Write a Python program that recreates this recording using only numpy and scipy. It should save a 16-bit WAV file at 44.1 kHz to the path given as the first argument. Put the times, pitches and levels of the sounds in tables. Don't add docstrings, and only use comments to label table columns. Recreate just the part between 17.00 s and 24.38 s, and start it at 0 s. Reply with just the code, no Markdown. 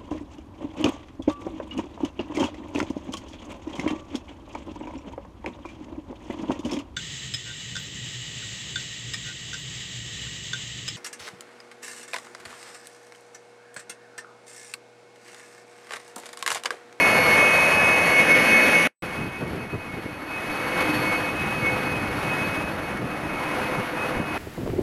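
import sys
import numpy as np
from scipy.fft import rfft, irfft, next_fast_len
from scipy.io import wavfile
from scipy.ndimage import uniform_filter1d

SR = 44100
rng = np.random.default_rng(int(sys.argv[2]) if len(sys.argv) > 2 else 0)


def store_pcm(level_fs):
    pcm = np.round(np.clip(level_fs, -1, 1) * 32767).astype(np.int16)
    wavfile.write(sys.argv[1], SR, np.atleast_2d(pcm).T)


N = 325444
TIME = np.arange(N) / SR

# (pitch [Hz], width [Hz], level in front [dB], level from the side [dB])
TUBE_TONES = [(219.6, 11, -20.5, -24.5), (303, 23, -24.5, -20.5), (490, 33, -16.5, -18.5),
              (1173, 22, -17, -36), (1719, 42, -13, -37)]


def undb(db):
    return 10 ** (np.asarray(db) / 20)


def curve(rows):
    times, values = np.transpose(rows)
    return np.interp(TIME, times, values)


def bump(time_s, width_s):
    return np.exp(-.5 * ((TIME - time_s) / width_s) ** 2)


def unit(x):
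    return x / np.sqrt(np.mean(x ** 2))


def filtered(x, response):
    size = next_fast_len(N, True)
    hz = np.maximum(np.arange(size // 2 + 1) * SR / size, 1)
    return irfft(rfft(x, size) * response(hz), size)[:N]


def colour(points):
    point_hz, db = np.transpose(points)
    return lambda hz: undb(np.interp(np.log(hz), np.log(point_hz), db))


def noise(response):
    return unit(filtered(rng.standard_normal(N), response))


def walk(rate):
    hold = max(int(SR / rate), 2)
    steps = np.repeat(rng.standard_normal(N // hold + 2), hold)
    return unit(uniform_filter1d(steps[rng.integers(hold):][:N], hold))


def wind(flutter_db=2, sway_db=1.1, pop_db=3.5, pop_s=.0013, deep_db=-6, deep_hz=110):
    # (time [s], level [dB])
    breeze_levels = [(2.03, -38), (3.05, -41.5), (3.25, -45.5), (3.6, -41), (4.15, -34.5), (5.55, -32.5),
                     (6.5, -40.5), (7.0, -43.5), (7.38, -33.5)]
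    # (frequency [Hz], level [dB])
    rumble_colour = [(20, -32), (50, -9), (90, -3.5), (140, -1), (220, -3.5), (400, -9.5), (800, -14),
                     (2000, -54)]
    # (time [s], rise [dB], width [s])
    gusts = [(2.2, 3, .05), (2.427, 3, 0.069), (2.78, 5.5, 0.024), (3.49, 6.5, 0.036), (6.338, 6, 0.037),
             (6.622, 5.5, .03), (6.79, 12, .025), (7.177, 10.5, 0.029)]
    # (time [s], level [dB], width [s])
    thumps = [(2.035, -35.5, .008), (2.218, -30, .025), (2.275, -35.5, .016), (2.429, -29.5, .02),
              (2.534, -33, 0.087), (2.745, -26.5, 0.012), (2.941, -32.5, 0.0056), (2.979, -29.5, 0.011),
              (3.06, -31.5, .0066), (6.03, -32, .028)]
    # (frequency [Hz], level [dB])
    thump_colour = [(30, -24), (80, 0), (170, 2), (400, 0), (700, -16), (1500, -19), (4000, -52)]
    swell_db = sum(db * bump(time_s, width_s) for time_s, db, width_s in gusts)
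    rumble = noise(colour(rumble_colour)) * undb(swell_db + sway_db * walk(11) + flutter_db * walk(60))
    deep = noise(lambda hz: 1 / (1 + (hz / deep_hz) ** 4)) * (undb(swell_db) - 1) * undb(deep_db)
    breeze = (rumble + deep) * undb(curve(breeze_levels))
    thump_gain, pops = 0, 0
    for time_s, db, width_s in thumps:
        thump_gain += undb(db) * bump(time_s, width_s)
        distance_squared = ((TIME - time_s) / pop_s) ** 2
        pops += undb(db + pop_db) * (distance_squared - 1) * np.exp(-.5 * distance_squared)
    return breeze + pops + thump_gain * noise(colour(thump_colour))


def hum(pitch_hz, width_hz):
    return noise(lambda hz: 1 / (1 + (2 * (hz - pitch_hz) / width_hz) ** 2))


def rush(levels, hiss_levels, air, tube_db, hiss_hz, boost_db, churn_db, hiss_churn_db, drift_db=1):
    roar = filtered(air, lambda hz: 1 / (1 + (hz / hiss_hz) ** 4))
    hiss = (air - roar) * undb(curve(hiss_levels) + drift_db * walk(9) + hiss_churn_db * walk(110))
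    jet = (roar + hiss) * undb(boost_db + churn_db * walk(45))
    for (pitch_hz, width_hz, *_), db in zip(TUBE_TONES, tube_db):
        jet += undb(db) * hum(pitch_hz, width_hz)
    return jet * undb(curve(levels))


def fading(echo, fade_hz):
    slip = 2 * np.pi * (rng.random() + np.cumsum(fade_hz * (1 + 0.401 * walk(5))) / SR)
    return (1 + echo * np.exp(1j * slip)) / np.sqrt(1 + echo ** 2)


def whine(levels, tones, weak_db, buzz_db, scatter, flutter_db, fade_hz, throb, throb_hz=15):
    # (time [s], shaft rate [Hz])
    shaft_rates = [(0, 168.9), (.45, 169.1), (.8, 169.7), (1.42, 169.2), (1.72, 169.6), (2.55, 169.8),
                   (2.85, 168.7), (3.67, 170.3), (4.0, 169.6), (4.6, 169.7), (4.9, 168.8), (5.5, 169.7),
                   (7.38, 169.3)]
    # (multiple of the shaft rate, relative level [dB])
    weak_tones = [(1, -20), (5, -20), (6, -21), (14, -21), (17, -19.5), (22, -30), (28, -40), (30, -31),
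                  (31.1, -35), (33.1, -35), (33.4, -36), (35.45, -35), (38.4, -38), (40.4, -37),
                  (45.5, -42)]
    echo_follows = 0.52
    shaft_angle = 2 * np.pi * np.cumsum(curve(shaft_rates) + 0.1084 * walk(25)) / SR
    weak_gain = undb(curve(levels) + weak_db)
    throb_angle = 2 * np.pi * np.cumsum(throb_hz + 3.4 * walk(6.6)) / SR
    sound = 0
    for multiple, db, echo in tones:
        echo_share = np.minimum(echo * undb((1 - echo_follows) * (np.mean(db) - db)), 1)
        paths = fading(echo_share, fade_hz)
        gain = np.sqrt(2) * np.abs(paths) * undb(db + flutter_db * walk(45))
        phase = multiple * (shaft_angle + scatter / 15 * walk(13)) + np.angle(paths)
        sound += gain * np.sin(phase)
        if multiple in (13, 15):
            sound += undb(buzz_db) * np.sqrt(gain * weak_gain) * np.sin(phase + 23 * shaft_angle)
        if multiple == 26:
            sound += throb * gain * np.sin(phase - throb_angle)
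    for multiple, db in weak_tones:
        phase = multiple * shaft_angle
        tone = (1 + .5 * walk(11)) * np.sin(phase) + .5 * walk(10) * np.cos(phase)
        sound += undb(db) * weak_gain * unit(tone)
    return sound


def blower_away():
    # (time [s], level [dB])
    rush_levels = [(2.04, -38), (2.16, -35.5), (2.3, -40), (2.68, -42), (3.15, -41.3), (3.6, -31),
                   (3.85, -28), (4.14, -28.5), (4.32, -32.5), (4.78, -30), (5.04, -33.5), (5.18, -31),
                   (5.62, -31.5), (6.06, -35.5), (6.56, -29), (6.88, -32), (7.08, -28.5), (7.24, -34),
                   (7.38, -31)]
    # (frequency [Hz], level [dB])
    air_colour = [(30, -14), (100, -10), (300, 1.5), (420, -2), (700, -0.5), (1000, -1), (1400, -1),
                  (2000, -4), (2500, -8), (3000, -12), (4000, -19), (6000, -26), (7500, -31), (8000, -30.5)]
    # (time [s], level [dB])
    hiss_levels = [(2.03, 2), (3.6, -0.2), (4.6, -0.8), (5.3, -0.7), (6.4, -3.5), (7.38, -3)]
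    # (time [s], level [dB])
    drone_levels = [(2.03, -61), (2.8, -60), (3.25, -39), (3.6, -40.5), (4.05, -33), (4.3, -44), (5.0, -45),
                    (5.8, -42.5), (6.6, -41), (7.38, -43)]
    # (time [s], level [dB])
    tone_3 = [(2.04, -46), (3.42, -51.9), (3.7, -33.5), (4.24, -35.5), (4.36, -45), (4.78, -31),
              (4.98, -46), (5.84, -47), (6.46, -44), (6.58, -34.5), (7.12, -36.5), (7.38, -62)]
    tone_13 = [(2.04, -44.5), (2.82, -52), (2.9, -42.5), (3.02, -52.2), (3.64, -42.5), (3.72, -33.5),
               (4.0, -41.5), (4.1, -29.5), (4.32, -42.5), (4.58, -44), (4.68, -28.5), (4.82, -46),
               (5.68, -42), (5.78, -53), (5.92, -40.5), (6.06, -53), (6.34, -42), (7.38, -48)]
    tone_15 = [(2.04, -47), (2.28, -39.5), (2.52, -57), (2.66, -46), (3.2, -54), (3.36, -36), (3.5, -42),
               (3.92, -36.5), (5.02, -36.5), (5.2, -49), (5.32, -33), (5.62, -36), (5.74, -48.5),
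               (6.72, -41.5), (6.86, -56), (7.06, -33.5), (7.16, -48.5), (7.38, -35)]
    tone_26 = [(2.04, -60.5), (3.16, -63.5), (4.06, -44.5), (4.38, -59.5), (4.72, -53), (6.04, -62.5),
               (6.54, -56.8), (7.38, -60.6)]
    tones = [(3, curve(tone_3) - 3, 0.15), (13, curve(tone_13) + 2.5, 0.68),
             (15, curve(tone_15) + 2.5, 0.52), (26, curve(tone_26) + 0.5, 0.35)]
    tube_db = [side_db for _, _, _, side_db in TUBE_TONES]
    jet = rush(rush_levels, hiss_levels, noise(colour(air_colour)), tube_db,
               hiss_hz=1592.4, boost_db=2.0, churn_db=0.95, hiss_churn_db=0.65)
    drone = undb(curve(drone_levels)) * hum(pitch_hz=304.7, width_hz=25)
    fan = whine(rush_levels, tones, weak_db=-4.3, buzz_db=-25.5,
                scatter=0.55, flutter_db=2.0, fade_hz=5.5, throb=0.44)
    return jet + drone + fan


def blower_in_front():
    # (time [s], level [dB])
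    rush_levels = [(0, -21.5), (.42, -21.5), (.82, -23.5), (1.25, -22.5), (1.52, -21.5), (1.86, -22.5)]
    # (frequency [Hz], level [dB])
    facing_colour = [(30, -29.5), (80, -6.5), (200, -6), (400, -4), (600, 2), (780, -1.5), (1050, -1),
                     (1350, -4), (1750, -2.5), (2400, -3.5), (3000, -12), (4000, -20), (6300, -24),
                     (8000, -29.5)]
    aside_colour = [(30, -25), (100, -11), (190, -1.5), (290, 1.5), (400, -3), (580, 1.5), (900, -7.5),
                    (1300, -5.5), (1780, -0.5), (2400, -3), (3000, -9.5), (4000, -20.5), (6300, -22.5),
                    (8000, -33)]
    # (time [s], share turned aside [0 to 1])
    nozzle_swing = [(0, 0.21), (.85, 0), (1.35, 1), (1.86, 0.97)]
    # (time [s], level [dB])
    hiss_levels = [(0, -1.6), (1.86, -1.7)]
    # (time [s], level [dB])
    tone_13 = [(0.0, -24), (0.26, -26.5), (0.34, -20), (0.76, -34), (0.88, -26.0), (0.98, -31),
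               (1.2, -20.2), (1.26, -37), (1.32, -17), (1.46, -29), (1.54, -18.5), (1.72, -30.5),
               (1.76, -19), (1.86, -29)]
    tone_15 = [(0.0, -26.0), (0.16, -29), (0.26, -46), (0.4, -25), (0.98, -24.5), (1.12, -35), (1.24, -27),
               (1.44, -31.5), (1.52, -22.5), (1.86, -32)]
    tone_26 = [(0.0, -41.5), (0.34, -36.5), (0.44, -45), (0.74, -40.5), (0.82, -52.2), (1.1, -39.5),
               (1.24, -46.5), (1.64, -37.5), (1.86, -50.5)]
    tones = [(3, curve(rush_levels) - 15, 0.036), (13, curve(tone_13) + 2.5, 0.036),
             (15, curve(tone_15) + 2.5, 0.036), (26, curve(tone_26), 0.12)]
    aside = np.clip(curve(nozzle_swing), 0, 1)
    air = np.sqrt(1 - aside) * noise(colour(facing_colour))
    air += np.sqrt(aside) * noise(colour(aside_colour))
    tube_db = [front_db for _, _, front_db, _ in TUBE_TONES]
    jet = rush(rush_levels, hiss_levels, air, tube_db,
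               hiss_hz=2820, boost_db=1.5, churn_db=0.83, hiss_churn_db=0.5)
    fan = whine(rush_levels, tones, weak_db=1.5, buzz_db=-26.0,
                scatter=0.29, flutter_db=1.4, fade_hz=3.96, throb=0.23)
    return jet + fan


def scene(pause_s=1.874, resume_s=2.023, tail_db=-21, tail_s=.013):
    tail = undb(tail_db) * np.exp(-np.abs(TIME - pause_s) / tail_s)
    front = blower_in_front() * np.where(TIME < pause_s, 1, tail)
    side = (blower_away() + wind()) * (TIME > resume_s)
    return (front + side)[None]


def record(dry, sampling_hz=16000, top_hz=12700):
    # (frequency [Hz], level [dB])
    mirror_colour = [(8000, -2), (9700, 2.5), (10700, -1), (11600, -7.5), (12500, -9)]
    kept = filtered(dry[0], lambda hz: hz < sampling_hz / 2)
    mirrored = kept * 2 * np.cos(2 * np.pi * sampling_hz * TIME)
    sizzle = filtered(mirrored, colour(mirror_colour))
    return filtered(kept + sizzle, lambda hz: 1 / (1 + (hz / top_hz) ** 400))[None]


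dry = scene()
out = record(dry)
store_pcm(out)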